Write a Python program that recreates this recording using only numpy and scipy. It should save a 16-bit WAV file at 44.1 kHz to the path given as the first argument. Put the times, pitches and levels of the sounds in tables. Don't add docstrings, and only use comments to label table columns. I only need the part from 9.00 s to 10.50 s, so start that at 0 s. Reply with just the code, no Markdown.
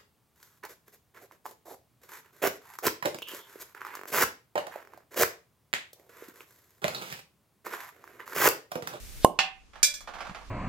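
import sys
import numpy as np
from scipy import signal
from scipy.io import wavfile

SR = 44100
rng = np.random.default_rng(int(sys.argv[2]) if len(sys.argv) > 2 else 0)


def gain_from_decibels(decibels):
    exponent = np.asarray(decibels, float) / 20
    return 10 ** exponent


def generate_wav(signal):
    frames = np.transpose(np.atleast_2d(signal))
    scaled = np.clip(frames, -1, 1) * 32767
    pcm = np.round(scaled).astype(np.int16)
    wavfile.write(sys.argv[1], SR, pcm)


N = 66150

POP_S = 0.2465
# pitch_hz, likeness (0 to 1)
AIR_LIKENESS = [(60, 0.1), (240, 0.18), (950, 0.38), (3770, 0.12), (15000, 0.33)]
# start_s, level_db, contact_s
SHARD_HITS = [
    (.829, -22, 0.0055),
    (.8303, -12.5, 0.002),
    (.9402, -33, 0.0035),
    (1.0055, -44.5, 0.0017),
]


def at_hz(points, hz):
    pitches, values = np.array(points).T
    return np.interp(np.log(hz), np.log(pitches), values)


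def rms_one(x):
    return x / np.sqrt(np.mean(x ** 2) + 1e-20)


def highpass(x, hz):
    return signal.sosfilt(signal.butter(2, hz, "high", fs=SR, output="sos"), x)


def wide(x, hz, ratio):
    limits = [hz / ratio, min(hz * ratio, SR / 2.2)]
    return signal.sosfilt(signal.butter(1, limits, "band", fs=SR, output="sos"), x)


def bands():
    edges = 14 * 2 ** np.arange(0, 10.6, .5)
    return [(np.sqrt(low * high), signal.butter(2, [low, high], "band", fs=SR, output="sos"))
            for low, high in zip(edges, edges[1:])]


def stereo_noise(spectrum, alike, shape):
    out = 0
    white = rng.standard_normal((2, 2, N + SR))
    for k, (hz, sos) in enumerate(bands()):
        mid, side = signal.sosfilt(sos, white[k % 2])[:, SR:]
        likeness = np.clip(at_hz(alike, hz), 0, 1)
        both = np.sqrt(1 + likeness) * mid + np.sqrt(1 - likeness) * side * [[1], [-1]]
        out = out + gain_from_decibels(at_hz(spectrum, hz)) * shape(hz) * both
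    return out


def click_at(s):
    return np.arange(N) == int(s * SR)


def ring(x, hz, t60):
    r, w = gain_from_decibels(-60 / (t60 * SR)), 2 * np.pi * hz / SR
    return signal.lfilter([0, np.sin(w)], [1, -2 * r * np.cos(w), r * r], x + 1e-18)


def room():
    # pitch_hz, t60_s
    room_t60 = [(150, 0.26), (790, 0.25), (2090, 0.36), (5510, 0.18), (14600, 0.22)]
    # pitch_hz, likeness (0 to 1)
    room_likeness = [(300, 0.54), (1000, 0.63), (3000, .1)]
    t = np.arange(N) / SR

    def decay(hz):
        t60 = at_hz(room_t60, hz)
        return gain_from_decibels(-60 * t / t60) / np.sqrt(t60)

    tail = stereo_noise([(20, 0), (20000, 0)], room_likeness, decay)
    onset_s = 0.00067
    tail = highpass(tail, 162) * (1 - np.exp(-t / onset_s))
    return tail / np.sqrt(np.sum(tail ** 2) / 2)


def place(direct, room_feed, tail, pan_db, room_db, treble_db):
    lag_s = .00009
    echoes = signal.fftconvolve(tail, room_feed[None], axes=1)[:, :N]
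    left, right = direct + gain_from_decibels(room_db) * echoes
    treble = highpass(left, 3900)
    late_treble = np.interp(np.arange(N) - lag_s * SR, np.arange(N), treble)
    left = gain_from_decibels(pan_db / 2) * (left - treble) + gain_from_decibels(treble_db) * late_treble
    return np.array([left, gain_from_decibels(-pan_db / 2) * right])


def gain_drop_db():
    recover_db_per_s = 7.5
    t = np.arange(N) / SR
    drop_db = 0
    for s, db in [(POP_S, 19.5), (SHARD_HITS[0][0], 3.5)]:
        drop_db = drop_db + np.maximum(db - recover_db_per_s * (t - s), 0) * (t > s)
    return drop_db


def background():
    # pitch_hz, level_db (per Hz)
    hiss_tone = [(59, -31), (100, -1.5), (492, -11.5), (991, -17), (1150, -17), (2080, -12), (2750, -14),
                 (6420, -13), (16000, -18)]
    # pitch_hz, level_db (per Hz)
    quiet_tone = [(59, -32), (100, -8.5), (389, -15.5), (442, -13.5), (691, -29.5), (854, -10.5),
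                  (1150, -22), (6020, -26.5), (16000, -47)]
    # pitch_hz, level_db (per Hz)
    rumble_tone = [(8.8, -31), (15, -1), (54, -1), (81, -17), (146, -25.5), (200, -24), (260, -54),
                   (440, -120)]
    t = np.arange(N) / SR
    before, after = t < POP_S, t > POP_S
    drop_db = gain_drop_db()
    hiss = rms_one(stereo_noise(hiss_tone, AIR_LIKENESS, lambda hz: hz > 100))
    quiet = rms_one(stereo_noise(quiet_tone, AIR_LIKENESS, lambda hz: hz > 100))
    rumble = rms_one(stereo_noise(rumble_tone, AIR_LIKENESS, lambda hz: hz < 100))
    quiet_db = -64.5 + drop_db[int(.67 * SR)]
    swell_db_per_s = 4
    rumble = gain_from_decibels(-45.5 + swell_db_per_s * after * t) * rumble
    return gain_from_decibels(-48.5) * before * hiss + gain_from_decibels(-drop_db) * (gain_from_decibels(quiet_db) * after * quiet + rumble)


def liquid_fizz():
    start_s, level_db, pitch_hz = 1.448, -53.5, 3980
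    noise = wide(rng.standard_normal((2, N)), pitch_hz, 1.77)
    return gain_from_decibels(level_db) * (np.arange(N) / SR > start_s) * wide(noise, pitch_hz, 1.65)


def hand_bumps():
    bump_times = [
        1.295,
        1.311,
    ]
    return gain_from_decibels(-35) * sum(ring(click_at(s), 183, 0.041) for s in bump_times)


def contact_colour(tone):
    unit = np.eye(1, 4096)[0]
    colour = 0
    for k, (hz, sos) in enumerate(bands()):
        colour = colour + gain_from_decibels(at_hz(tone, hz)) * (-1) ** k * signal.sosfilt(sos, unit)
    colour = highpass(colour, 281)
    return colour / np.abs(colour).max()


def struck(events, modes, tone, ring_db, flurry_db):
    clicks_per_s, click_spread_db, strength_spread = 4400, 0.5, .15
    t = np.arange(N) / SR
    contact, blows = np.zeros(N), np.zeros(N)
    for s, db, contact_s in events:
        contact += gain_from_decibels(db) * (t >= s) * np.exp(-np.maximum(t - s, 0) / contact_s)
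        blows[int(s * SR) + 1] = gain_from_decibels(db)
    uneven_db = click_spread_db * np.minimum(rng.exponential(1, N), 3)
    sizes = gain_from_decibels(flurry_db + uneven_db) * rng.choice([-1, 1], N)
    flurry = contact * (rng.random(N) < clicks_per_s / SR) * sizes
    blow, rattle = signal.fftconvolve([blows, flurry], [contact_colour(tone)], axes=1)[:, :N]
    rings = 0
    for hz, db, t60 in modes:
        strength = rng.uniform(1 - strength_spread, 1 + strength_spread, N)
        rings = rings + gain_from_decibels(db) * ring(blows * strength, hz, t60)
    rings = gain_from_decibels(ring_db) * rings
    direct = 0.25 * blow + rattle + rings
    room_feed = blow + 0.2 * rattle + 0.21 * rings
    return direct, room_feed


def rocking_pieces(tail):
    # start_s, level_db, contact_s
    taps = [(.7338, -52.5, 0.0071), (.7558, -48.5, 0.0072), (.779, -53.5, 0.0022), (.801, -71, 0.0026),
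            (1.006, -57.5, 0.014), (1.074, -43.5, 0.014), (1.088, -55, 0.016), (1.1364, -45.5, 0.033),
            (1.1853, -47.5, 0.0093), (1.2046, -41, 0.015), (1.25, -49.5, 0.026), (1.268, -48.5, 0.0084),
            (1.2949, -47, 0.0074), (1.3465, -43.5, 0.018), (1.385, -55, 0.0049), (1.41, -57.5, 0.04)]
    # pitch_hz, level_db, t60_s
    piece_modes = [(734, 8, .02), (1020, -8, 0.019), (1200, -17, 0.027), (1600, -38, .02),
                   (2390, 19.5, 0.018)]
    # pitch_hz, level_db (per Hz)
    tap_tone = [(120, -24), (200, -1.5), (315, -10.5), (385, -4.5), (575, -1.5), (1190, 4.5), (2420, -11),
                (5200, -16), (15500, -43)]
    direct, room_feed = struck(taps, piece_modes, tap_tone, ring_db=-21, flurry_db=-2)
    return place(direct, room_feed, tail, pan_db=-8, room_db=12.5, treble_db=-3)


def bouncing_shard(tail):
    # pitch_hz, level_db, t60_s
    shard_modes = [(590, -23, .3), (1505, -13, .12), (1710, -8, .2), (2314, -11, .15), (2380, -5, .18),
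                   (3368, -10, .25), (3463, -5, .25), (3953, -8, .2), (4189, -8, .15), (5130, -6, .1),
                   (5654, -9, .12), (8300, -8, .08), (14240, -2, .08), (14450, -4, .08)]
    # pitch_hz, level_db (per Hz)
    shard_tone = [(88, -58), (150, -43), (941, -12), (1690, -9), (1900, -9), (2310, -11.5), (6640, 10),
                  (14200, -14.5), (16000, -12)]
    direct, room_feed = struck(SHARD_HITS, shard_modes, shard_tone, ring_db=-15.5, flurry_db=1.5)
    return place(direct, room_feed, tail, pan_db=-7.5, room_db=13.5, treble_db=0)


def landing_bottom(tail):
    # start_s, level_db, contact_s
    landings = [
        (.3882, -38, 0.0025),
        (.3897, -17, 0.0017),
    ]
    # pitch_hz, level_db, t60_s
    bottom_modes = [(771, -10, .3), (750, -14, .28), (807, -16, .15), (1472, -9, .1), (1680, -9, .1),
                    (1808, -5, .15), (2110, -9, .1), (2200, -9, .1), (2627, -6, .1), (2693, -6, .1),
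                    (2761, -3, .12), (2810, -7, .1), (2893, -8, .08), (5970, -14, .08)]
    # pitch_hz, level_db (per Hz)
    bottom_tone = [(88, -51.5), (150, 3.5), (572, -46.5), (781, 1.5), (1630, -3.5), (2810, 0.5),
                   (6110, -10), (14100, -42.5), (15500, -41)]
    direct, room_feed = struck(landings, bottom_modes, bottom_tone, ring_db=-8.5, flurry_db=2.5)
    return place(direct, room_feed, tail, pan_db=-8, room_db=10, treble_db=-4)


def steam_leak():
    start_s, level_db, rise_db = 0.21, -31.5, 24.5
    t = np.arange(N) / SR - POP_S
    rise = np.clip(1 + t / (POP_S - start_s), 0, 1)
    leaking = (rise > 0) * (t < 0)
    return gain_from_decibels(level_db - rise_db * (1 - rise)) * leaking * wide(rng.standard_normal(N), 3350, 1.6)


def air_burst():
    tube_hz, opening_drop_hz, opening_s = 1062, 740, .0018
    rise_s, burst_s, tube_db, tube_t60_s = .0004, .0019, -8.5, .055
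    # pitch_hz, level_db, t60_s
    overtones = [(2900, -26, .02), (4797, -36, .015), (1500, -30, .015), (2200, -34, .015)]
    t = np.arange(N) / SR - POP_S
    after = np.maximum(t, 0)
    pitch_hz = tube_hz - opening_drop_hz * np.exp(-(after / opening_s) ** 2)
    phase = 2 * np.pi * np.cumsum(pitch_hz * (t > 0)) / SR
    strength = np.exp(-(after / burst_s) ** 2) + gain_from_decibels(tube_db - 60 * after / tube_t60_s)
    air = -np.sin(phase) * (1 - np.exp(-after / rise_s)) * strength
    opened = click_at(POP_S + opening_s)
    return air + sum(gain_from_decibels(db) * ring(opened, hz, t60) for hz, db, t60 in overtones)


def glass_crack():
    level_db, t60_s = -11.5, 0.011
    t = np.arange(N) / SR - POP_S
    fade = gain_from_decibels(level_db - 60 * np.maximum(t, 0) / t60_s) * (t > 0)
    return fade * wide(rng.standard_normal(N), 7430, 1.49)


def bursting_tube(tail):
    burst = gain_from_decibels(1.0) * air_burst() + glass_crack() + steam_leak()
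    return place(burst, burst, tail, pan_db=-5.0, room_db=-13, treble_db=2.5)


def scene():
    tail = room()
    surroundings = background() + liquid_fizz() + hand_bumps()
    pieces = rocking_pieces(tail) + bouncing_shard(tail) + landing_bottom(tail)
    return surroundings + pieces + bursting_tube(tail)


def band_limit(x):
    return signal.sosfilt(signal.butter(12, 16530, fs=SR, output="sos"), x)


def record(dry):
    clipped = np.clip(dry, -0.94, 0.94)
    top_cut = signal.cheby2(12, 70, 16700, fs=SR, output="sos")
    return band_limit(signal.sosfilt(top_cut, clipped))


dry = scene()
out = record(dry)
generate_wav(out)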